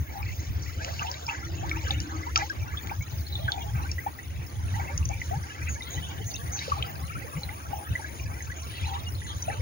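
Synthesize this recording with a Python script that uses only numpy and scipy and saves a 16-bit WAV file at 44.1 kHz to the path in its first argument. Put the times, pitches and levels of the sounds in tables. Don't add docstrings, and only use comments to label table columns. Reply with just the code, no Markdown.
import sys
import numpy as np
from scipy import signal
from scipy.fft import rfft, irfft, next_fast_len
from scipy.io import wavfile
from scipy.ndimage import uniform_filter1d

SR = 44100
rng = np.random.default_rng(int(sys.argv[2]) if len(sys.argv) > 2 else 0)


def invert_db(level):
    return 10 ** (np.asarray(level, dtype=float) / 20)


def persist_wave(psi):
    counts = np.round(np.clip(psi, -1, 1) * 32767).astype(np.int16)
    wavfile.write(sys.argv[1], SR, np.atleast_2d(counts).T)


N = 423801
LEAD = 19

# (time [s], babble level [dB], fizz relative to babble [dB])
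WATER_FLOW = [(0, -53.5, 1.5), (1, -48.5, 1), (2.3, -47, -3.5), (2.7, -49.5, -3.5), (4.4, -53, -6),
              (4.8, -49, -3), (7.1, -47.5, -9), (8, -49, -3), (9.61, -51, 3)]
# (frequency [Hz], gain [dB])
FIZZ_BANDS = [(1500, -49), (3000, -4.5), (4400, -6.5), (5400, -3), (6500, 4.5), (7100, -3), (7600, -2)]
# (frequency [Hz], gain [dB])
WATER_REACH = [(7200, 0), (7700, -36), (16000, -52)]


def stream():
    running = running_water()
    water = invert_db(curve(WATER_FLOW)) * running + spills() + clear_bubbles()
    near_stones = banks(water, -3, .06)
    open_water = banks(drop_snaps(), -12, .14)
    apart = np.array([np.roll(running, N // 3), np.roll(running, N // 2)])
    riffles = invert_db(curve(WATER_FLOW) - 3.5) * apart
    return colour(near_stones + open_water + spatter() + riffles, WATER_REACH)


def running_water():
    # (frequency [Hz], gain [dB])
    babble_bands = [(350, -14), (700, -6), (1100, -2.5), (1600, 1), (2300, 3), (3200, -4), (4500, 6)]
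    babble = evened(colour(gurgles(404.0, 3487, .085, 3.4, count=480, size=6), babble_bands))
    droplets = evened(gurgles(2967, 7360, 0.07, 3.5, count=900, size=8))
    spray = evened(crackle(N, 2) * invert_db(5 * drift(0.07)))
    fizz = evened(colour(droplets + spray, FIZZ_BANDS))
    return babble + invert_db(curve(WATER_FLOW, axis=2)) * fizz


def spills():
    # (start [s], length [s], level before echoes [dB], centre frequency [Hz], spread [octaves])
    spill_rows = [(0.084, 0.14, -49, 779, 0.56), (0.214, 0.13, -51, 2226, 0.65),
                  (0.749, 0.22, -49.5, 593, 0.58), (0.791, 0.8, -62.5, 5350, 1.6),
                  (0.964, 0.14, -42, 1478, 2.4), (1.258, 0.13, -44.5, 1590, 2.2),
                  (1.587, 0.28, -52, 1359, 0.91), (1.82, 0.13, -45, 1807, 4.22),
                  (2.07, 0.091, -49, 1410, 1.1), (2.347, 0.1, -43, 1307, 2.27),
                  (2.348, 0.22, -56, 4740, 1.3), (3.241, 0.54, -49.5, 3925, 0.31),
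                  (3.371, 0.41, -48, 708, 0.7), (3.727, 0.15, -47.5, 1427, 1.87),
                  (4.7, 0.34, -46.5, 1381, 1.77), (5.655, 0.04, -48, 2314, 0.53),
                  (5.799, 0.5, -50, 3750, 0.38), (6.56, 0.44, -53, 4280, 1.7), (6.653, 0.46, -48, 704, 1.8),
                  (6.722, 0.2, -58.5, 2610, 1.5), (7.1, 0.46, -51, 875, 2.15),
                  (7.664, 0.2, -49.5, 732, 0.62), (8.684, 0.51, -47.5, 3293, 0.91),
                  (8.822, 0.14, -44, 870, 0.42), (9.257, 0.076, -50, 3600, 0.46),
                  (9.435, 0.2, -46.5, 1160, 3.1)]
    out = np.zeros(N)
    for s, length, db, hz, octaves in spill_rows:
        add(out, s, invert_db(db) * spill(length, hz, octaves))
    return out


def clear_bubbles():
    # (peak time [s], peak level before echoes [dB], frequency at the peak [Hz],
    #  glide [octaves/s], decay by 60 dB, at least 3 [cycles])
    bubble_rows = [(0.23, -29, 2370, 25, 17), (0.995, -23, 2760, 19, 15), (1.013, -30.5, 1150, 11.5, 39),
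                   (1.283, -27, 966, -19, 18), (1.297, -22.5, 2670, 8, 22), (1.43, -35.5, 1380, 1.5, 78),
                   (1.63, -33, 695, 23, 54), (1.76, -37, 2340, 16, 100), (1.768, -32, 944, -14, 18),
                   (1.862, -38, 1530, 24, 56), (1.945, -34.5, 2780, 12.5, 70), (2.269, -30, 940, 10, 40),
                   (2.364, -16, 1300, 2, 12), (2.422, -28.5, 793, 5.5, 48), (2.5, -28, 1594, 2.5, 53),
                   (2.74, -34.5, 1110, 46, 33), (2.773, -28, 3395, 6.5, 90), (2.896, -31, 2170, 36, 35),
                   (2.915, -27.5, 793, 41, 21), (3.01, -37, 2175, 4, 117), (3.355, -26, 3640, -8, 64),
                   (3.395, -39.5, 560, 11.5, 37), (3.486, -19.5, 1540, 10, 19), (3.521, -18, 3530, -21, 19),
                   (3.578, -30.5, 740, 3, 14), (3.984, -28.5, 1893, 10, 54), (4.066, -22, 780, 35, 19),
                   (4.19, -32.5, 1880, 5, 30), (4.798, -27.5, 770, 19, 7.1), (5.1, -32.5, 672, 22.5, 34),
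                   (5.217, -24.5, 2120, -38, 22), (5.314, -28, 695, 8, 70), (5.808, -32.5, 2034, 7, 38),
                   (5.822, -31.5, 3730, -1, 49), (5.978, -35.5, 1930, 3.5, 76), (6.21, -34.5, 404, 9, 7.1),
                   (6.684, -25.5, 530, 5, 3.3), (6.721, -15, 1156, -9, 16), (6.785, -35.5, 1000, 23, 50),
                   (7.153, -34, 1295, 13.5, 65), (7.734, -23.5, 780, 19, 11), (7.955, -22.5, 1917, 12, 39),
                   (7.995, -34, 873, 5, 20), (8.045, -30, 1620, 13, 20), (8.407, -29.5, 1940, -8, 8.2),
                   (8.52, -33, 1940, 1, 31), (9.484, -22.5, 683, 27, 12), (9.502, -29.5, 1900, -29, 31)]
    swell_cycles = 3.5
    out = np.zeros(N)
    for s, db, hz, glide, cycles in bubble_rows:
        rise = swell_cycles / hz
        ring = bubble(hz, glide, rise, max(cycles, 3) / hz)
        add(out, s - rise - LEAD / SR, invert_db(db) * ring)
    return out


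def drop_snaps():
    # (ring start [s], ring peak level before echoes [dB], ring frequency [Hz], decay by 60 dB [ms])
    tick_rows = [(0.847, -21, 2450, 1.44), (1.115, -21.5, 5300, 2.4), (1.1418, -30, 3880, 8.8),
                 (1.266, -29.5, 5400, 7.9), (1.289, -25.5, 2380, 7), (1.695, -23, 3470, 1.6),
                 (1.7137, -22.5, 2230, 18.4), (1.907, -16.5, 3625, 9.3), (2.003, -19.5, 5340, 1.3),
                 (2.359, -5.5, 2460, 1.7), (2.376, -14, 5900, 3.5), (2.498, -31, 5400, 8.3),
                 (2.872, -27, 2200, 0.94), (3.4805, -23, 1500, 10), (3.519, -23.5, 4300, 3.5),
                 (3.915, -25, 5500, 8.6), (4.977, -19.5, 6220, 6.9), (5.054, -25, 6140, 8.7),
                 (5.0897, -22.5, 6400, 4.1), (6.591, -25, 3920, 9.3), (6.825, -17.5, 3150, 9.9),
                 (7.433, -30, 4040, 19), (7.4903, -30.5, 2040, 18), (9.423, -26.5, 6100, 20)]
    crack_ms, skirt_db = 2.5, -40
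    t = np.arange(SR // 10) / SR
    out = np.zeros(N)
    for s, db, hz, t60_ms in tick_rows:
        ring = bubble(hz, 0, t60_ms / 20 / 1000, t60_ms / 1000)
        top = hz * 2 ** (crack_ms / t60_ms)
        burst = np.roll(rng.standard_normal(SR // 10) * invert_db(-60 * t / 0.018), SR // 200)
        crack = colour(burst, [(.6 * hz, skirt_db), (.8 * hz, 0), (top, 0), (1.3 * top, skirt_db)])
        add(out, s, invert_db(db) * ring)
        add(out, s - 1 / 200, invert_db(db) * 0.77 * crack / abs(crack).max())
    return out


def spatter():
    drops_per_s, spread_db, t60_s = 50, 3, .012
    out = np.zeros((2, N))
    for when, pitch, size, side, ring in rng.random((round(drops_per_s * N / SR), 5)):
        hz = 3300 * 2 ** (1.1 * pitch)
        tick = bubble(hz, 0, 0.00048, t60_s * (0.26 + ring ** 2))
        tick = invert_db(-spread_db * np.log(size + 0.0053)) * tick
        add(out[0], when * N / SR, np.sqrt(side) * tick)
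        add(out[1], when * N / SR + .0003 * (side - .5), np.sqrt(1 - side) * tick)
    wet = [banks(channel, -5, .05)[k] for k, channel in enumerate(out)]
    return invert_db(-55 + 6 * drift(.15)) * np.array(wet)


def spill(length, hz, octaves):
    u, v, w = rng.random((40, 3)).T
    sag = .7 * np.log2(hz / 1700)
    when = length * (.4 * u + 0.51 * v ** 1.4)
    pitches = hz * 2 ** (octaves * (w - .5) - sag * when)
    bubbles = evened(swarm(when, pitches, 0.05 + .03 / octaves, 3))
    u = np.linspace(0, 1, min(round(length * SR), len(bubbles)))
    droplets = crackle(SR, 3)[:len(u)]
    spray = evened(resonate(droplets, hz * 2 ** (-sag * length * u), 0.68 * hz * octaves))
    spray = spray * np.sin(np.pi * u ** 0.35) ** 2
    share = min(octaves, 1) * np.clip(hz / 6500, 0, 1) ** 3.5
    bubbles *= 1 - share
    bubbles[:len(u)] += 13.2 * share * spray
    return bubbles


def gurgles(low_hz, high_hz, life_s, spread_db, count, size):
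    when, pitch = rng.random((count, 2)).T
    later, wide = rng.random((count, size)), rng.standard_normal((count, size))
    s = when[:, None] * N / SR + .09 * later
    hz = low_hz * (high_hz / low_hz) ** pitch[:, None] * 2 ** (.13 * wide)
    return np.pad(swarm(s.ravel(), hz.ravel(), life_s, spread_db), (0, N))[:N]


def swarm(mix_s, hz, life_s, spread_db, rise=.3, climb=.8):
    out = np.zeros(round(mix_s.max() * SR) + SR // 4)
    for s, f, (a, b, c) in zip(mix_s, hz, rng.random((len(hz), 3))):
        small = np.sqrt(1000 / f)
        life = np.clip(life_s * invert_db(17.7 * (a - 1.0)) * small ** 1.676, .001, .13)
        glide = climb * small * (b - .2) / life
        add(out, s, invert_db(-spread_db * np.log(c + 0.0033)) * bubble(f, glide, rise * life, life))
    return out


def bubble(hz, glide, rise, t60):
    t = np.arange(-rise, t60, 1 / SR)
    swell = np.sin(np.pi / 2 * (1 + t / rise)) ** 2
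    shape = np.where(t < 0, swell, invert_db(-60 * (t / t60) ** 2.1))
    pitch = np.clip(hz * 2 ** (glide * t), 0, SR / 3)
    return shape * np.sin(2 * np.pi * np.cumsum(pitch) / SR)


def crackle(size, depth_db):
    jumps = evened(uniform_filter1d(rng.exponential(1, size) ** 3 - 6, round(0.00065 * SR)))
    return rng.standard_normal(size) * invert_db(depth_db * np.clip(jumps, -2, 4))


def wind():
    # (frequency [Hz], gain [dB])
    wind_bands = [(15, -62), (25, -54), (56, -7), (75, 8), (91, 3.5), (146, -8.5), (184, -16.5), (230, -26),
                  (300, -29), (510, -120)]
    # (time 15.3 ms ahead of the peak [s], level before the side offset [dB],
    #  frequency at the peak [Hz])
    buffets = [(3.744, -21.5, 128.4), (5.365, -25.5, 146), (7.368, -26.5, 160.5)]
    air = colour(pair(*rng.standard_normal((2, N)), 0.82), wind_bands)
    air /= uniform_filter1d((air ** 2).mean(0), round(0.077 * SR)) ** 0.25
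    thumps = np.zeros(N)
    for s, db, hz in buffets:
        add(thumps, s - .04, invert_db(db) * bubble(hz, 8.2, 0.0553, 0.016))
    flow_noise = gusts() * invert_db(np.array([[.8], [-.4]])) * evened(air)
    return flow_noise + thumps * invert_db(np.array([[1.5], [-1.5]]))


def gusts():
    # (start [s], length [s], level before the side offset [dB])
    gust_rows = [(0, 0.023, -27), (0.184, 0.18, -33), (0.393, 0.026, -30.5), (0.55, 0.078, -31.5),
                 (1.575, 0.14, -33.5), (1.734, 0.06, -31), (1.874, 0.16, -29.5), (2.392, 0.062, -35.5),
                 (2.99, 0.02, -32.5), (3.11, 0.14, -32), (3.607, 0.38, -33.5), (4.542, 0.081, -34.5),
                 (4.69, 0.19, -32.5), (4.945, 0.14, -26), (5.283, 0.056, -31), (5.622, 0.12, -31.5),
                 (6.455, 0.096, -34), (6.76, 0.069, -30.5), (8.82, 0.037, -27), (8.944, 0.052, -38),
                 (9.35, 0.038, -33)]
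    lull_db, flutter_db, flutter_s, edge_s = -38, 4.5, .04, 0.013
    t = np.arange(N) / SR
    power = invert_db(lull_db + flutter_db * drift(flutter_s)) ** 2
    for start, length, db in gust_rows:
        beyond = np.maximum(abs(t - start - length / 2) - length / 4, 0)
        power = power + invert_db(db) ** 2 * np.exp(-(beyond / (edge_s + length / 8)) ** 2)
    return np.sqrt(power)


def insects():
    # (time [s], lower singer [dB], upper chorus [dB])
    insect_levels = [(0, -71, -53.5), (1.5, -68.5, -58.5), (2.71, -68, -58), (2.74, -64, -54),
                     (5.3, -60, -60), (6.8, -57.5, -53), (8.6, -57, -57.5), (9.61, -56, -58)]
    # (frequency [Hz], gain [dB])
    low_body = [(8600, -41), (9300, -16.5), (9850, 1.5), (10250, -10.5), (10600, -41), (11500, -25),
                (12200, -93)]
    # (frequency [Hz], gain [dB])
    high_body = [(12500, -53), (14000, -28), (14800, -1.5), (15700, 3), (16500, -42)]
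    # (frequency [Hz], gain [dB])
    hiss_bands = [(7600, -14), (8600, -5), (10400, -8.5), (11000, -14), (11800, 5), (12500, -58)]
    low_level = invert_db(curve(insect_levels) + np.array([[3.5], [-1.5]]))
    high_level = invert_db(curve(insect_levels, axis=2) + np.array([[3.5], [1.5]]))
    low = low_level * buzz(low_body, 89.0, 0.4, 0.2)
    high = high_level * buzz(high_body, 23.7, 0.14, 0.13)
    heard_until_s = 2.725
    hiss = invert_db(-67.5) * buzz(hiss_bands, 61, 0.57, 0.12) * (np.arange(N) < heard_until_s * SR)
    return low + high + hiss


def buzz(body, per_s, depth, same):
    rate = per_s * (1 + 0.0175 * drift(0.331))
    throb = 1 + depth * np.cos(2 * np.pi * np.cumsum(rate) / SR)
    noise = pair(*rng.standard_normal((2, N)), same)
    return evened(colour(noise * throb * invert_db(2.74 * drift(0.041)), body))


def bird():
    # (time [s], level before echoes [dB], starting frequency of the resonance [Hz])
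    chips = [(5.684, -38, 6760), (5.897, -40, 6800), (6.256, -39.5, 6600), (6.516, -33.5, 6470)]
    out, t = np.zeros(N), np.arange(round(.095 * SR)) / SR
    envelope = np.minimum(t / 0.014, 1) * np.cos(np.pi / 2 * t / t[-1])
    for s, db, hz in chips:
        rasp = resonate(rng.standard_normal(SR)[:len(t)], hz * 2 ** (-1.5 * t), 520)
        add(out, s, invert_db(db) * evened(colour(rasp, FIZZ_BANDS)) * envelope)
    return banks(out, -8.5, 0.38)


def traffic():
    # (start [s], end [s], centre frequency [Hz], level before fades and echoes [dB])
    hum_rows = [(1.182, 2.703, 313, -48.5), (5.6, 7.5, 153, -49)]
    out = np.zeros(N)
    for start, end, hz, db in hum_rows:
        span = slice(round(start * SR), round(end * SR))
        narrow = resonate(rng.standard_normal(N), hz * (1 + .04 * drift(.15)), 60)
        tone = evened(narrow * invert_db(3 * drift(.05)))[span]
        out[span] += invert_db(db) * tone * signal.windows.tukey(len(tone), .6)
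    return banks(out, 0, .2)


def wash():
    # (frequency [Hz], gain [dB])
    wash_bands = [(40, -70), (150, -6.5), (310, 1), (500, -9), (1200, -12.5), (2200, -11.5), (3500, -25.5),
                  (6500, -33.5)]
    far = colour(colour(pair(*rng.standard_normal((2, N)), 0.7), wash_bands), WATER_REACH)
    return invert_db(-49.5 + 2.5 * drift(0.041)) * evened(far)


def banks(x, wet_db, t60):
    t = np.arange(round(t60 * SR)) / SR
    taps = rng.standard_normal((2, SR))[:, :len(t)] * invert_db(-60 * t / t60) * (t > .002)
    echoes = signal.oaconvolve(x[None], taps / np.linalg.norm(taps[0]), axes=1)[:, :N]
    return x + invert_db(wet_db) * echoes


def pair(left, right, same):
    same = np.clip(same, 0, 1)
    return np.array([left, same * left + np.sqrt(1 - same ** 2) * right])


def resonate(x, hz, width_hz):
    turn = np.exp(2j * np.pi * np.cumsum(hz * np.ones(x.shape[-1])) / SR)
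    r = np.exp(-np.pi * width_hz / SR)
    return 2 * (turn * signal.lfilter([(1 - r) ** 2], [1, -2 * r, r * r], x / turn)).real


def colour(x, points):
    size = next_fast_len(x.shape[-1])
    gain = invert_db(read(points, np.fft.rfftfreq(size, 1 / SR)))
    return irfft(rfft(x, size) * gain, size)[..., :x.shape[-1]]


def read(points, hz):
    f, value = np.transpose(points)
    return np.interp(np.log(hz + 1), np.log(f + 1), value)


def curve(rows, axis=1):
    rows = np.array(rows)
    return np.interp(np.arange(N) / SR, rows[:, 0], rows[:, axis])


def drift(seconds):
    size = max(round(seconds * SR), 2)
    return evened(uniform_filter1d(uniform_filter1d(rng.standard_normal(N), size), size))


def evened(x):
    return x / np.sqrt(np.mean(x ** 2) + 1e-20)


def add(mix, s, sound):
    part = mix[max(round(s * SR), 0):][:len(sound)]
    part += sound[:len(part)]


def scene():
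    side = stream() + wash() + bird()
    side[1] = np.roll(side[1], LEAD)
    return side * invert_db(np.array([[.3], [-.3]])) + wind() + insects() + traffic()


def low_pass(x):
    return signal.sosfilt(signal.butter(12, 17150, fs=SR, output="sos"), x)


def record(dry):
    edge_hz = 15850
    edge = signal.firwin(801, edge_hz, window=("kaiser", 9), fs=SR)
    mix = signal.oaconvolve(dry, edge[None], "same", axes=1)
    return low_pass(mix)


dry = scene()
out = record(dry)
persist_wave(out)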